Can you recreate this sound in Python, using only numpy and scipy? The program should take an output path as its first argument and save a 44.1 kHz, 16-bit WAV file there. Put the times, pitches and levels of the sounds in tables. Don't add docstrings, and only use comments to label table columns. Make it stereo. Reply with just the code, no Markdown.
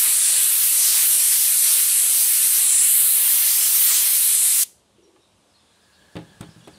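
import sys
import numpy as np
from scipy import signal
from scipy.fft import rfft, irfft, next_fast_len
from scipy.io import wavfile
from scipy.ndimage import uniform_filter1d, map_coordinates

SR = 44100
rng = np.random.default_rng(int(sys.argv[2]) if len(sys.argv) > 2 else 0)


def bounce(signal):
    frames = np.transpose(np.atleast_2d(signal))
    limited = np.clip(frames, -1, 1)
    pcm = np.round(limited * 32767).astype(np.int16)
    wavfile.write(sys.argv[1], SR, pcm)


N = 298998


def amp(db):
    return 10 ** (np.asarray(db) / 20)


def unit(x):
    return x / np.sqrt(np.mean(x ** 2) + 1e-20)


def along(points, hz):
    f, v = np.transpose(points)
    return np.interp(np.log(hz + 1), np.log(f + 1), v)


def curves(rows, outside=None):
    s, *columns = np.transpose(rows)
    return [np.interp(np.arange(N) / SR, s, column, outside, outside) for column in columns]


def wobble(rate):
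    points = rng.standard_normal(int(N * rate / SR) + 4)
    return map_coordinates(points, [np.arange(N) * rate / SR])


def filtered(x, response):
    m = next_fast_len(N + SR // 2)
    return irfft(rfft(x, m) * response(np.fft.rfftfreq(m, 1 / SR)), m)[..., :N]


def late(x, ms):
    return map_coordinates(x, [np.arange(N) - ms * SR / 1000], order=3)


def rush(shape_db, patchy_db):
    hz, s, z = signal.stft(rng.standard_normal(N), SR, nperseg=512)
    gain = amp(shape_db(hz[:, None], s[None]) + 0 * s)
    field = uniform_filter1d(rng.standard_normal(z.shape), size=6, axis=0)
    field = uniform_filter1d(field, size=12, axis=1)
    steady = gain / np.sqrt(np.mean(gain ** 2, axis=0))
    patches = amp(patchy_db * unit(field))
    return unit(signal.istft(z * steady * patches, SR, nperseg=512)[1][:N])


def noise(spectrum, patchy_db):
    flat = rush(lambda hz, s: 0 * hz, patchy_db)
    return unit(filtered(flat, lambda hz: amp(along(spectrum, hz))))


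# (per Hz, relative)
ROAR_COLOUR = [(18, -68), (30, -38), (146, -29.5), (614, -15), (777, -15), (2690, -0.5), (4210, -0.5),
               (5000, -5.5), (6500, -34), (11000, -120)]
SPLASH_COLOUR = [(3500, -34), (4600, -4), (5800, 0.5), (7000, 0), (8500, -24)]
FIZZ_COLOUR = [(10500, -34), (12300, 3.5), (13500, 1), (14800, 4), (16000, -8.5)]
# pitch_hz, width_hz, level_db
COLOUR_BUMPS = [(3650, 290, 1), (4250, 370, 2.5), (5100, 100, -0.5), (6750, 270, -2.5), (13200, 495, 1)]
# time_s, impact_hiss_db, hiss_centre_hz, fizz_db, off_middle_db (left-right difference)
JET_DRIFT = [(0, -18, 10000, -27.5, -1), (.6, -18, 10200, -23.5, 2), (.93, -19.5, 9300, -24.5, -5.5),
             (1.1, -18, 9900, -23, -4), (1.45, -17.5, 9800, -24, -10), (2.2, -17.5, 9800, -23, -8.5),
             (2.6, -17, 10000, -24, -8), (3.15, -17, 10100, -23.5, 3), (3.42, -19.5, 10200, -21, -4),
             (3.64, -19.5, 9400, -23, -9), (3.83, -19, 10100, -20.5, -11), (4.05, -19, 10000, -21.5, -3),
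             (4.25, -17, 10000, -22.5, -7), (4.62, -18, 9300, -23.5, -7.5)]
# time_s, splash_db, roar_db
LOWER_LEVELS = [(0, -32, -31.5), (.3, -32.5, -30.5), (.5, -32, -31.5), (.62, -30, -31), (.71, -33, -32.5),
                (.93, -22.5, -30), (1.08, -32, -32.5), (1.2, -30, -32), (1.44, -27.5, -31),
                (1.61, -32.5, -32.5), (1.7, -26, -30.5), (1.84, -27.5, -30.5), (2.02, -34, -31.5),
                (2.19, -27.5, -33), (2.32, -32.5, -32.5), (2.57, -27.5, -32), (2.66, -36, -33.5),
                (2.74, -33, -32), (2.9, -39.5, -34.5), (3.15, -36, -33), (3.55, -28, -31),
                (3.8, -29.5, -31.5), (3.95, -27, -28.5), (4.1, -28.5, -31.5), (4.4, -34.5, -33),
                (4.62, -27.5, -31.5)]
# time_s, table_late_ms, table_db, glove_late_ms, glove_db
ECHOES = [(0, 3.1, -19, 0.74, -24), (.85, 3.1, -19, 0.65, -30), (1.1, 3.5, -26.5, 0.97, -32),
          (1.5, 2.8, -17.5, .9, -32), (2.1, 2.75, -19, 1, -32), (2.55, 2.8, -20, .95, -30),
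          (2.9, 2.75, -18, 0.98, -19.5), (3.9, 3.04, -18, 0.95, -19.5), (4.2, 2.75, -26.5, 0.99, -18),
          (4.62, 2.9, -18, .95, -28)]
# release_s, fade_s (time to fall 60 dB)
TRIGGER_RELEASE = (4.634, 0.028)
NULL_DB = 11.5
FIZZ_SHADE_DB, HISS_SHADE_DB = -6.5, 1
HISS_SINKS = 0.27


def blast():
    t = np.arange(N) / SR
    hiss_db, _, fizz_db, _ = curves(JET_DRIFT)
    splash_db, roar_db = curves(LOWER_LEVELS)
    drift_s, centre_hz = np.transpose(JET_DRIFT)[[0, 2]]
    shade, _ = strokes(t)

    def notch(hz, s):
        depth, sunk_hz = strokes(s)
        off_khz = (hz - CLEAR_HZ + sunk_hz) / 1000
        dull_above = 0.28 * (1 + np.tanh(off_khz))
        return -NULL_DB * depth * (np.exp(-(off_khz / 1.1) ** 2) + dull_above)

    def hiss_peak(hz, s):
        centre = np.interp(s, drift_s, centre_hz) - HISS_SINKS * strokes(s)[1]
        octaves_off = np.log2((hz + 1) / centre)
        return -14 * np.log10(1 + (octaves_off / 0.32) ** 4)

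    def fizz_shape(hz, s):
        return notch(hz, s) + along(FIZZ_COLOUR, hz)

    feed_db = 0.5 * wobble(6.28) + 0.396 * wobble(24.79)
    hiss_level = amp(hiss_db + HISS_SHADE_DB * shade + feed_db)
    hiss = hiss_level * rush(lambda hz, s: notch(hz, s) + hiss_peak(hz, s), patchy_db=0.5)
    fizz_level = amp(fizz_db + FIZZ_SHADE_DB * shade + feed_db + 0.54 * wobble(4.5))
    fizz = fizz_level * rush(fizz_shape, patchy_db=2.1)
    splash = amp(splash_db + feed_db + 1.2 * wobble(12)) * noise(SPLASH_COLOUR, patchy_db=1.5)
    roar = amp(roar_db + feed_db + 0.55 * wobble(12)) * noise(ROAR_COLOUR, patchy_db=1.43)
    jet = hiss + fizz + splash + roar

    table_ms, table_db, glove_ms, glove_db = curves(ECHOES)
    jet = jet + amp(table_db) * late(jet, table_ms) + amp(glove_db) * late(jet, glove_ms)
    release_s, fade_s = TRIGGER_RELEASE
    fade = amp(-60 * np.maximum(t - release_s, 0) / fade_s)

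    def bumps(hz):
        return amp(sum(db * np.exp(-((hz - c) / w) ** 2) for c, w, db in COLOUR_BUMPS))

    return filtered(jet * fade, bumps)


# deepest_s, length_s, lowest_cancelling_pitch_hz, shade (0-1)
NOZZLE_STROKES = [(.25, .54, 12800, 0.92), (.77, .24, 14900, .5), (1.207, 0.28, 14600, .95),
                  (1.58, .3, 15000, .6), (1.99, .3, 14700, 1), (2.42, .2, 15300, .5), (2.74, .36, 12400, 1),
                  (3.93, 0.17, 10800, .35), (4.4, .3, 13900, 0.94)]
CLEAR_HZ = 15620
GOING_IN = 0.42
SQUARE = 0.86


def strokes(s):
    shade, sunk_hz = 0, 0
    for deepest, length, low_hz, depth in NOZZLE_STROKES:
        side_length = length * np.where(s < deepest, GOING_IN, 1 - GOING_IN)
        arch = np.clip(1 - ((s - deepest) / side_length) ** 2, 0, 1)
        shade = shade + depth * arch ** SQUARE
        sunk_hz = sunk_hz + (CLEAR_HZ - low_hz) * arch
    return shade, sunk_hz


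# (per Hz, relative)
BARREL_COLOUR = [(1000, -28), (2000, -7.5), (3500, 3), (6000, -7), (9000, -2), (12000, -14)]


def bleed():
    after = np.arange(N) / SR - TRIGGER_RELEASE[0]
    level_db = -38.5 - 60 * np.maximum(after, 0) / 0.13 + 1.3 * wobble(60)
    return (after > 0) * amp(level_db) * noise(BARREL_COLOUR, patchy_db=-1.0)


# pitch_hz, level_db (relative), ring_s (time to fall 60 dB)
TABLE_TONES = [(85, -12, .09), (122, -2, 0.18), (169, 0.5, 0.18), (196, -7.5, 0.13), (238, -9, 0.097),
               (309, 2, .13), (345, -6, 0.094), (400, -2.5, 0.097), (455, -10, 0.076), (532, -9.5, .12),
               (681, -7, 0.086), (740, -10, 0.11), (840, -8.5, 0.19), (1030, -22, 0.074), (1214, -10, 0.1),
               (1430, -19, .07), (1720, -19, .08), (2250, -18, .06)]
# start_s, ring_db, best_excited_hz, spread_octaves,
# ring_share (multiplies ring_s), clack_db, crack_db
CONTACTS = [(5.161, -41, 1700, 1.3, .35, -61, -72), (6.155, -31, 220, 2.1, 0.66, -40.5, -51),
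            (6.166, -28.5, 230, 2, 1.1, -37, -47), (6.188, -41, 300, 1.1, 1.1, -44, -66),
            (6.209, -42, 178, 1.9, 1.7, -58, -66), (6.407, -26, 139, 0.53, 0.66, -49, -51),
            (6.41, -39.5, 500, 1.2, 1.4, -43, -35), (6.428, -35, 260, 1.1, 1, -46, -63),
            (6.489, -42.5, 165, 0.69, 0.99, -56, -64), (6.563, -43, 160, 0.89, 1.4, -59, -62),
            (6.674, -35, 480, 0.88, 0.64, -45.5, -53), (6.679, -36.5, 400, 1, 0.75, -56, -47)]
# (per Hz, relative)
SHELL_COLOUR = [(300, -16), (600, 3.5), (1200, 1), (2000, -3), (3600, -2.5), (5500, -18), (8000, -34)]
CRUSH_COLOUR = [(4000, -10), (6000, -9), (8500, 4), (11000, -6), (15000, -16)]
SHAKE_COLOUR = [(40, -20), (80, -3), (140, 0), (200, -3), (260, -22), (500, -120)]
RUMBLE_DB, RUMBLE_T60_S = -25, 0.8


def knocks():
    rings, shake, clack, crack = np.zeros((4, N + SR))
    t = np.arange(SR // 2) / SR
    draws = rng.standard_normal((len(CONTACTS), len(TABLE_TONES)))
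    for contact, draw in zip(CONTACTS, draws):
        start_s, ring_db, centre_hz, octaves, share, clack_db, crack_db = contact
        ring = 0
        for (hz, level_db, t60), extra_db in zip(TABLE_TONES, draw):
            off_db = -6.4 * (np.log2(hz / centre_hz) / octaves) ** 2
            fade_db = -60 * t / (share * t60)
            ring = ring + amp(level_db + extra_db + off_db + fade_db) * np.sin(2 * np.pi * hz * t)
        start = round(start_s * SR)
        span = slice(start, start + len(t))
        rings[span] -= amp(ring_db) * ring * (1 - np.exp(-t / 0.00091))
        shake[span] += amp(ring_db + RUMBLE_DB - 60 * t / RUMBLE_T60_S) * (1 - np.exp(-t / 0.016))
        clack[span] += amp(clack_db - 60 * t / 0.071)
        crack[span] += amp(crack_db - 60 * t / 0.02)
    out = rings[:N] + shake[:N] * noise(SHAKE_COLOUR, patchy_db=0)
    out = out + clack[:N] * noise(SHELL_COLOUR, patchy_db=-1)
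    return out + crack[:N] * noise(CRUSH_COLOUR, patchy_db=0)


# pitch_hz, width_hz, level_db (relative)
HOPPER_TONES = [(329, 60, -0.5), (397, 60, 2), (520, 110, -14)]
# start_s, level_db (before the rise and fade)
GRIT_LUMPS = [(4.98, -52), (5.022, -48), (5.055, -59), (5.08, -55.5), (5.132, -53), (5.165, -55)]
LUMP_RISE_S, LUMP_T60_S = 0.0056, 0.18


def hopper():
    level = 0
    for start_s, db in GRIT_LUMPS:
        since = np.maximum(np.arange(N) / SR - start_s, 0)
        level = level + amp(db - 60 * since / LUMP_T60_S) * (1 - np.exp(-since / LUMP_RISE_S))

    def hollow(f):
        response = 0
        for k, (c, w, db) in enumerate(HOPPER_TONES):
            resonance = 1j * f * w / (c * c - f * f + 1j * f * w)
            response = response + (-1) ** k * amp(db) * resonance
        return response

    return level * unit(filtered(rng.standard_normal(N), hollow))


# start_s, length_s, start_pitch_hz, end_pitch_hz, level_db
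CLEAR_BIRDS = [(5.02, .051, 5750, 5650, -64), (5.188, .09, 3800, 3700, -65), (5.223, .07, 4300, 3300, -67),
               (5.534, 0.04, 4650, 4000, -58), (5.582, 0.048, 3650, 3590, -63),
               (5.677, 0.09, 3920, 3850, -65), (5.808, 0.047, 5100, 5150, -68),
               (5.91, .068, 4400, 3900, -61.5), (5.98, .07, 3400, 2900, -64),
               (6.257, 0.095, 3400, 3100, -64), (6.44, .04, 3180, 3150, -57), (6.46, .07, 5750, 4800, -66),
               (6.49, .04, 4850, 4800, -60), (6.598, .03, 3200, 3130, -57), (6.632, 0.04, 3100, 3510, -55),
               (6.728, .034, 4650, 4300, -54), (6.755, .025, 4000, 3600, -59)]
# (per Hz, relative)
CHORUS_COLOUR = [(2400, -29), (3000, -4.5), (3800, 0.5), (4700, -1.5), (5600, -7), (6500, -28)]
# time_s, hum_db, rustle_db (the rustle also guides the fainter birds)
SWELLS = [(4.85, -64, -67), (5.48, -64, -64.5), (5.78, -63, -62.5), (6.37, -58, -59.5),
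          (6.78, -58.5, -57.5)]
TWITTER_HZ, TWITTER_S, TWITTER_DB, TWITTER_FALL_HZ = (2980, 5830), 0.06, -6, 500


def birds():
    t = np.arange(N) / SR
    far_db = curves(SWELLS)[1]
    out = amp(far_db - 12) * noise(CHORUS_COLOUR, patchy_db=2.6)
    tremble_hz = 170 * wobble(200)
    faint = []
    first_s = SWELLS[0][0]
    for when, pitch, fall in rng.random(size=(24, 3)):
        s = first_s + when * (N / SR - first_s)
        hz = np.interp(pitch, (0, 1), TWITTER_HZ)
        faint.append((s, TWITTER_S, hz, hz - fall * TWITTER_FALL_HZ, far_db[int(s * SR)] + TWITTER_DB))
    for s, length, start_hz, end_hz, db in CLEAR_BIRDS + faint:
        span = slice(int(s * SR), int((s + length) * SR))
        u = (t[span] - s) / length
        pitch_hz = start_hz + (end_hz - start_hz) * u + tremble_hz[span]
        whistle = np.sin(2 * np.pi * np.cumsum(pitch_hz) / SR)
        out[span] += amp(db) * np.sin(np.pi * u) * whistle
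    return out


# (per Hz, relative)
HUM_COLOUR = [(15, -50.5), (25, -22), (80, -1), (151, -9), (202, -2), (238, -8.5), (570, -8), (1200, -20),
              (1560, -38.5), (2640, -120)]
RUSTLE_COLOUR = [(530, -32.5), (900, -1.5), (2000, -8.5), (2800, -6), (3810, -6.5), (5020, -11),
                 (9120, -8.5), (11900, -18.5), (14000, -42.5), (15600, -52.5)]
# time_s, level_db
WHINE_LEVEL = [(5.6, -88), (5.78, -70), (6.0, -64), (6.3, -62), (6.78, -67)]


def background():
    hum_db, rustle_db = curves(SWELLS)
    whine_db, = curves(WHINE_LEVEL, outside=-120)
    whine = noise([(1250, -30), (1550, -6), (1670, 0), (1780, -6), (2100, -30)], patchy_db=0.7)
    rustle = noise(RUSTLE_COLOUR, patchy_db=0.5)
    hum = noise(HUM_COLOUR, patchy_db=1.5)
    return amp(hum_db) * hum + amp(rustle_db) * rustle + amp(whine_db) * whine


# pitch_hz, fade_s (time to fall 60 dB)
YARD_FADE = [(300, .2), (3000, 0.42), (8000, 0.39), (15000, 0.22)]


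def yard(x):
    hz, t, z = signal.stft(rng.standard_normal(SR // 2), SR, nperseg=256)
    fade = amp(-60 * t / along(YARD_FADE, hz)[:, None])
    tail = signal.istft(z * fade, SR, nperseg=256)[1]
    return signal.fftconvolve(x, tail / np.linalg.norm(tail))[:N]


def unlike(x, spectrum, lean):
    smear = rng.standard_normal(2000) * amp(-np.arange(2000) / 50)
    scattered = signal.fftconvolve(x, smear / np.linalg.norm(smear))[:N]
    return filtered(lean * x + scattered, lambda hz: amp(along(spectrum, hz)))


# pitch_hz, level_db (before lean and scatter)
JET_DIFFERENCE = [(6000, -70), (7400, -38.5), (8200, -16), (9500, -23.5), (10800, -33.5), (11800, -63.5)]
OTHER_DIFFERENCE = [(60, -47), (180, -35.5), (550, -17), (1650, -14.5), (4970, -14), (15000, -14.5)]
LEAN_SHADE_DB = 5.5


def scene():
    jet, hits, song = blast(), knocks(), birds()
    jet = jet + yard(amp(-24.0) * jet)
    song = song + yard(amp(-2.5) * song)
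    rest = bleed() + hits + hopper() + background() + yard(amp(-11.0) * hits)
    shade, _ = strokes(np.arange(N) / SR)
    lean_db = curves(JET_DRIFT)[3] + LEAN_SHADE_DB * shade
    side = amp(lean_db) * unlike(jet, JET_DIFFERENCE, lean=0.7)
    side = side + unlike(rest + amp(3.5) * song, OTHER_DIFFERENCE, lean=0.25)
    middle = jet + song + rest
    return np.array([middle + side, middle - side])


SOFT_TOP, SOFT_KNEE = 0.56, 6
TOP_HZ = 15780


def record(dry):
    soft = dry / (1 + np.abs(dry / SOFT_TOP) ** SOFT_KNEE) ** (1 / SOFT_KNEE)

    def response(hz):
        bass_cut = (1j * hz / (35 + 1j * hz)) ** 2
        top_cut = np.sin(np.pi / 2 * np.clip((TOP_HZ - hz) / 200, 0, 1)) ** 2
        return bass_cut * top_cut

    return filtered(soft, response)


dry = scene()
out = record(dry)
bounce(out)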